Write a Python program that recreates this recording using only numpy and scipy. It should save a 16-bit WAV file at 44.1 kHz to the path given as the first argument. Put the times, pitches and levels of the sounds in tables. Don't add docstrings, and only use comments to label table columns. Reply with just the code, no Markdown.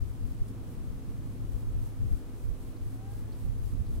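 import sys
import numpy as np
from scipy import signal
from scipy.fft import rfft, irfft
from scipy.io import wavfile
from scipy.ndimage import uniform_filter1d

SR = 44100
rng = np.random.default_rng(int(sys.argv[2]) if len(sys.argv) > 2 else 0)


def wav_record(signal):
    frames = np.transpose(np.atleast_2d(signal))
    bounded = np.clip(frames, -1, 1)
    quanta = np.round(bounded * 32767).astype(np.int16)
    wavfile.write(sys.argv[1], SR, quanta)


N = 176400


# peak_s, half_length_s, relative_db
BRUSH_STROKES = [(0.118, 0.12, -4.2), (0.315, 0.095, -1.3), (0.497, 0.048, -1.5), (0.729, 0.096, -1.9),
                 (1.32, 0.11, -5), (1.588, 0.125, -0.1), (1.882, 0.098, 0.2), (2.166, 0.13, -0.7),
                 (2.432, 0.1, -2.0), (2.675, 0.12, -0.6), (2.928, 0.115, -0.6), (3.182, 0.111, .7),
                 (3.432, 0.105, 0.2), (3.695, 0.11, 0.3), (3.953, 0.095, -.5)]
# frequency_hz, relative_db
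BRUSH_TONE = [(900, -36), (2000, -6), (4000, 2), (6500, 0), (8500, 5), (11000, 5.5), (13500, 2.5),
              (16000, 0.5)]

def brush():
    slips_per_s, rise_share, level_db = 14000, .7, -64
    pressure = 0
    for at, half_length, db in BRUSH_STROKES:
        length = 2 * half_length
        pressure += undb(db) * swell(at, length * rise_share, length * (1 - rise_share)) ** .8
    slipping = rng.random(N) < slips_per_s / SR
    slips = slipping * noise(likeness=.3) * undb(2 * rng.standard_normal(N))
    uneven_gain = undb(level_db + .5 * wander(67) + .7 * wander(25))
    return colour(slips, BRUSH_TONE) * pressure * uneven_gain * pan(-2)


# frequency_hz, relative_db
FLICK_TONE = [(1000, -17), (3500, -4), (5600, -4), (7000, -5), (9000, -1), (12000, -10), (16000, -15)]

def flick():
    burst = strike(at=.4805, attack_s=.0015, decay_s=.009)
    return undb(-56.5) * burst * colour(noise(likeness=.3), FLICK_TONE)


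# start_s, relative_db
TICK_HITS = [(2.759, -2.5), (3.320, 1), (3.861, -1)]
# pitch_hz, width_hz, relative_db
TICK_RINGS = [(2200, 700, -3), (3930, 320, -5), (4480, 480, 0), (5000, 800, -9)]

def ticks():
    body = sum(undb(db) * resonance(hz, width) for hz, width, db in TICK_RINGS)
    out = np.zeros((2, N))
    for at, db in TICK_HITS:
        ring = unit(filtered(noise(likeness=.8), body))
        out += undb(-58.5 + db) * strike(at, attack_s=.006, decay_s=.011) * ring
    return out


# start_s, relative_db, left_minus_right_db
THUMP_HITS = [(.232, -5, 8), (2.048, 1.5, 6), (2.112, -2, 2), (3.455, -5, -6), (3.731, 1, -11)]
# typical_pitch_hz, decay_s, relative_db
THUMP_RINGS = [(95.3, 0.016, -1.5), (143.2, 0.0105, -1.5), (190.6, .011, -7)]

def thumps():
    out = np.zeros((2, N))
    for at, db, side_db in THUMP_HITS:
        for hz, decay, ring_db in THUMP_RINGS:
            pitch_hz = hz * (1 + .036 * rng.standard_normal())
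            ring = np.sin(2 * np.pi * pitch_hz * (times() - at))
            envelope = strike(at, attack_s=.0051, decay_s=decay)
            out += undb(-27.5 + db + ring_db) * ring * envelope * pan(side_db)
    return out


# peak_s, half_length_s, buffet_relative_db, eddy_relative_db, left_minus_right_db
AIR_PUFFS = [(0.011, 0.17, -0.5, -11, 8), (0.258, 0.11, 1.5, -6, 10), (0.415, 0.025, 5, -7, -4.5),
             (0.793, 0.057, -8, -14, 16), (0.905, 0.097, -4.5, -3.5, 10), (1.077, 0.092, -4.5, -6, -7.5),
             (1.284, 0.036, -11, -19, -17), (1.47, 0.085, -2, -12, 6), (1.56, 0.047, 0.5, -6, 10),
             (1.76, 0.19, 0, -8.5, 0.5), (2.05, 0.11, 1.5, 2.5, 5.5), (2.133, 0.073, 2.5, -0.5, 5),
             (2.495, 0.081, 1.5, -18, -9), (2.847, 0.081, -5, -8, 1), (3.22, 0.23, -6.5, -17, 1.5),
             (3.476, 0.1, 0.5, 0, -7), (3.636, 0.15, -1.5, -4.5, 4.5), (3.748, 0.052, 3, -1, -12),
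             (3.807, 0.038, 5.5, -4, -11), (3.938, 0.164, -0.5, -2.5, 3)]
# frequency_hz, relative_db
BUFFET_TONE = [(8, -9), (20, 4), (42, 5.5), (70, 1.5), (110, -4.5), (170, -29.5), (300, -38.5), (700, -67)]
# frequency_hz, relative_db
EDDY_TONE = [(40, -17), (80, 2.5), (130, 7), (190, -4), (300, -21), (500, -37), (1000, -71)]

def draught():
    steady_db, puff_db, swirl_db = -40, -30, -38
    buffet_power, eddy_power = undb(steady_db) ** 2, 0
    for at, half_length, db, eddy_db, side_db in AIR_PUFFS:
        puff = pan(side_db) * swell(at, half_length, half_length)
        buffet_power += (undb(puff_db + db) * puff) ** 2
        eddy_power += (undb(swirl_db + eddy_db) * puff) ** 2
    buffet = colour(noise(likeness=-.7), BUFFET_TONE) * np.sqrt(buffet_power)
    eddies = colour(noise(likeness=-.45), EDDY_TONE) * np.sqrt(eddy_power)
    return buffet + eddies


# frequency_hz, relative_db
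RUMBLE_TONE = [(30, -2.5), (80, -2.5), (125, 4), (165, -2.5), (220, -3.5), (265, -3.5), (330, -6.5),
               (400, -10.5), (480, -11), (560, -16.5), (750, -19.5), (900, -23), (1200, -22.5), (1800, -38),
               (3000, -35.5), (6000, -52)]
# frequency_hz, likeness (0 unrelated, 1 the same)
RUMBLE_LIKENESS = [(60, 1), (260, 0.84), (450, 0.74), (750, 0.44), (1300, 0.23), (3000, 0)]
# pitch_hz, width_hz, boost_db
ROOM_RINGS = [(224, 24, 4), (261, 17.8, 6.5), (331, 7.2, 4), (469, 52, 1.5)]
# time_s, level_db
RUMBLE_LOUDNESS = [(0, -47.5), (.6, -45.5), (1.3, -46.5), (1.9, -46), (2.4, -47), (3.1, -46.5), (4, -47)]
# time_s, boost_db
DRONE_BOOST = [(0, 0), (.6, 1.5), (1.1, 2.5), (1.35, 2.5), (1.8, -1.5), (2.3, -2.5), (2.9, -2.5), (3.5, -1),
               (4, 1)]

def room():
    drone_hz, drone_octaves = 185, .7
    boost_db = sum(db * resonance(hz, width) for hz, width, db in ROOM_RINGS)
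    air = noise(likeness=over_frequency(RUMBLE_LIKENESS))
    rumble = colour(filtered(air, undb(boost_db)), RUMBLE_TONE)
    octaves_away = np.log2((frequencies() + 1) / drone_hz)
    drone = filtered(rumble, np.exp(-(octaves_away / drone_octaves) ** 4))
    rumble += drone * (undb(over_time(DRONE_BOOST)) - 1)
    return rumble * undb(over_time(RUMBLE_LOUDNESS) + .5 * wander(8.23))


# time_s, level_db
HUM_LOUDNESS = [(0, -46.5), (.3, -45), (.6, -46.5), (.8, -58.5), (1.3, -43), (1.78, -40.5), (2.1, -50.5),
                (2.5, -54), (2.95, -44), (3.35, -46), (4, -49)]

def motor_hum():
    pitch_hz, lag_rad, flutter_db = 107.8, 1.2, 1.2
    phase = 2 * np.pi * np.cumsum(pitch_hz * (1 + .007 * wander(9.72))) / SR
    tone = unit(np.sin([phase, phase + lag_rad]))
    return tone * undb(over_time(HUM_LOUDNESS) + flutter_db * wander(7.6))


# time_s, pitch_hz, level_db, octave_level_db
WHINE_GLIDES = [
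    [(1.56, 1185, -86, -95), (1.64, 1214, -72, -87), (1.7, 1261, -77, -87), (1.78, 1312, -73, -82),
     (1.92, 1334, -84, -95)],
    [(2.8, 705, -80, -86), (2.97, 741, -67, -80), (3.05, 780, -58, -71), (3.13, 812, -63.5, -73),
     (3.19, 832, -72, -77), (3.27, 856, -69, -73), (3.4, 875, -82, -83)],
]

def whine(points):
    fade_s = .058
    at, *columns = np.array(points).T
    hz, db, octave_db = (np.interp(times(), at, column) for column in columns)
    flutter = .5 * np.array([wander(40), wander(40)])
    phase = 2 * np.pi * np.cumsum(hz) / SR + flutter
    tone = undb(db) * unit(np.sin(phase)) + undb(octave_db) * unit(np.sin(2 * phase))
    fade = np.clip(np.minimum(times() - at[0], at[-1] - times()) / fade_s, 0, 1)
    return tone * fade * pan(2)


# frequency_hz, relative_db
HISS_TONE = [(300, 9.5), (1500, 6.5), (3000, 0.5), (5000, -1.5), (7300, -2), (8700, -1), (11500, -2),
             (14000, -5), (16000, -7)]

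def camera_hiss():
    whistle_hz = 15734
    whistle = unit(np.sin(2 * np.pi * whistle_hz * times()))
    hiss = colour(noise(likeness=.11), HISS_TONE)
    return undb(-61) * hiss + undb(-89.5) * whistle


def room_echo(x, decay_s, echo_db):
    tail = noise() * np.exp(-times() / decay_s)
    tail /= np.sqrt(np.sum(tail ** 2, axis=1, keepdims=True))
    echo = signal.fftconvolve(x, tail, axes=1)[:, :N]
    return (x + undb(echo_db) * echo) / np.hypot(1, undb(echo_db))


def undb(db):
    return 10 ** (np.asarray(db) / 20)


def unit(x):
    return x / np.sqrt(np.mean(x ** 2))


def times():
    return np.arange(N) / SR


def frequencies():
    return np.fft.rfftfreq(N, 1 / SR)


def over_time(rows):
    return np.interp(times(), *np.array(rows).T)


def over_frequency(rows):
    hz, value = np.array(rows).T
    return np.interp(np.log(frequencies() + 1), np.log(hz), value)


def resonance(pitch_hz, width_hz):
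    return 1 / (1 + (2 * (frequencies() - pitch_hz) / width_hz) ** 2)


def filtered(x, gains):
    return irfft(rfft(x) * gains, N)


def colour(x, rows):
    return unit(filtered(x, undb(over_frequency(rows))))


def noise(likeness=0):
    mid, side = rfft(rng.standard_normal((2, N)))
    mid *= np.sqrt((1 + likeness) / 2)
    side *= np.sqrt((1 - likeness) / 2)
    return irfft(np.array([mid + side, mid - side]), N)


def wander(steps_per_s):
    hold = int(SR / steps_per_s)
    steps = np.repeat(rng.standard_normal(N // hold + 1), hold)
    return unit(uniform_filter1d(uniform_filter1d(steps, hold), hold)[:N])


def pan(left_minus_right_db):
    return unit(undb(np.array([[left_minus_right_db], [-left_minus_right_db]]) / 2))


def swell(at, rise_s, fall_s):
    since = times() - at
    position = np.clip(np.where(since < 0, since / rise_s, since / fall_s), -1, 1)
    return np.cos(np.pi / 2 * position) ** 2


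def strike(at, attack_s, decay_s):
    since = np.maximum(times() - at, 0)
    return np.minimum(since / attack_s, 1) * np.exp(-since / decay_s)


def scene():
    whines = room_echo(sum(whine(points) for points in WHINE_GLIDES), decay_s=.045, echo_db=-3)
    nearby = brush() + flick() + ticks() + draught() + thumps()
    return nearby + room() + motor_hum() + whines + camera_hiss()


def record(dry):
    top_hz, fade_s = 15780, .006
    fade = np.minimum(np.minimum(times(), times()[::-1]) / fade_s, 1)
    treble_cut = signal.ellip(12, .1, 80, top_hz, fs=SR, output="sos")
    return signal.sosfilt(treble_cut, dry * fade)


dry = scene()
out = record(dry)
wav_record(out)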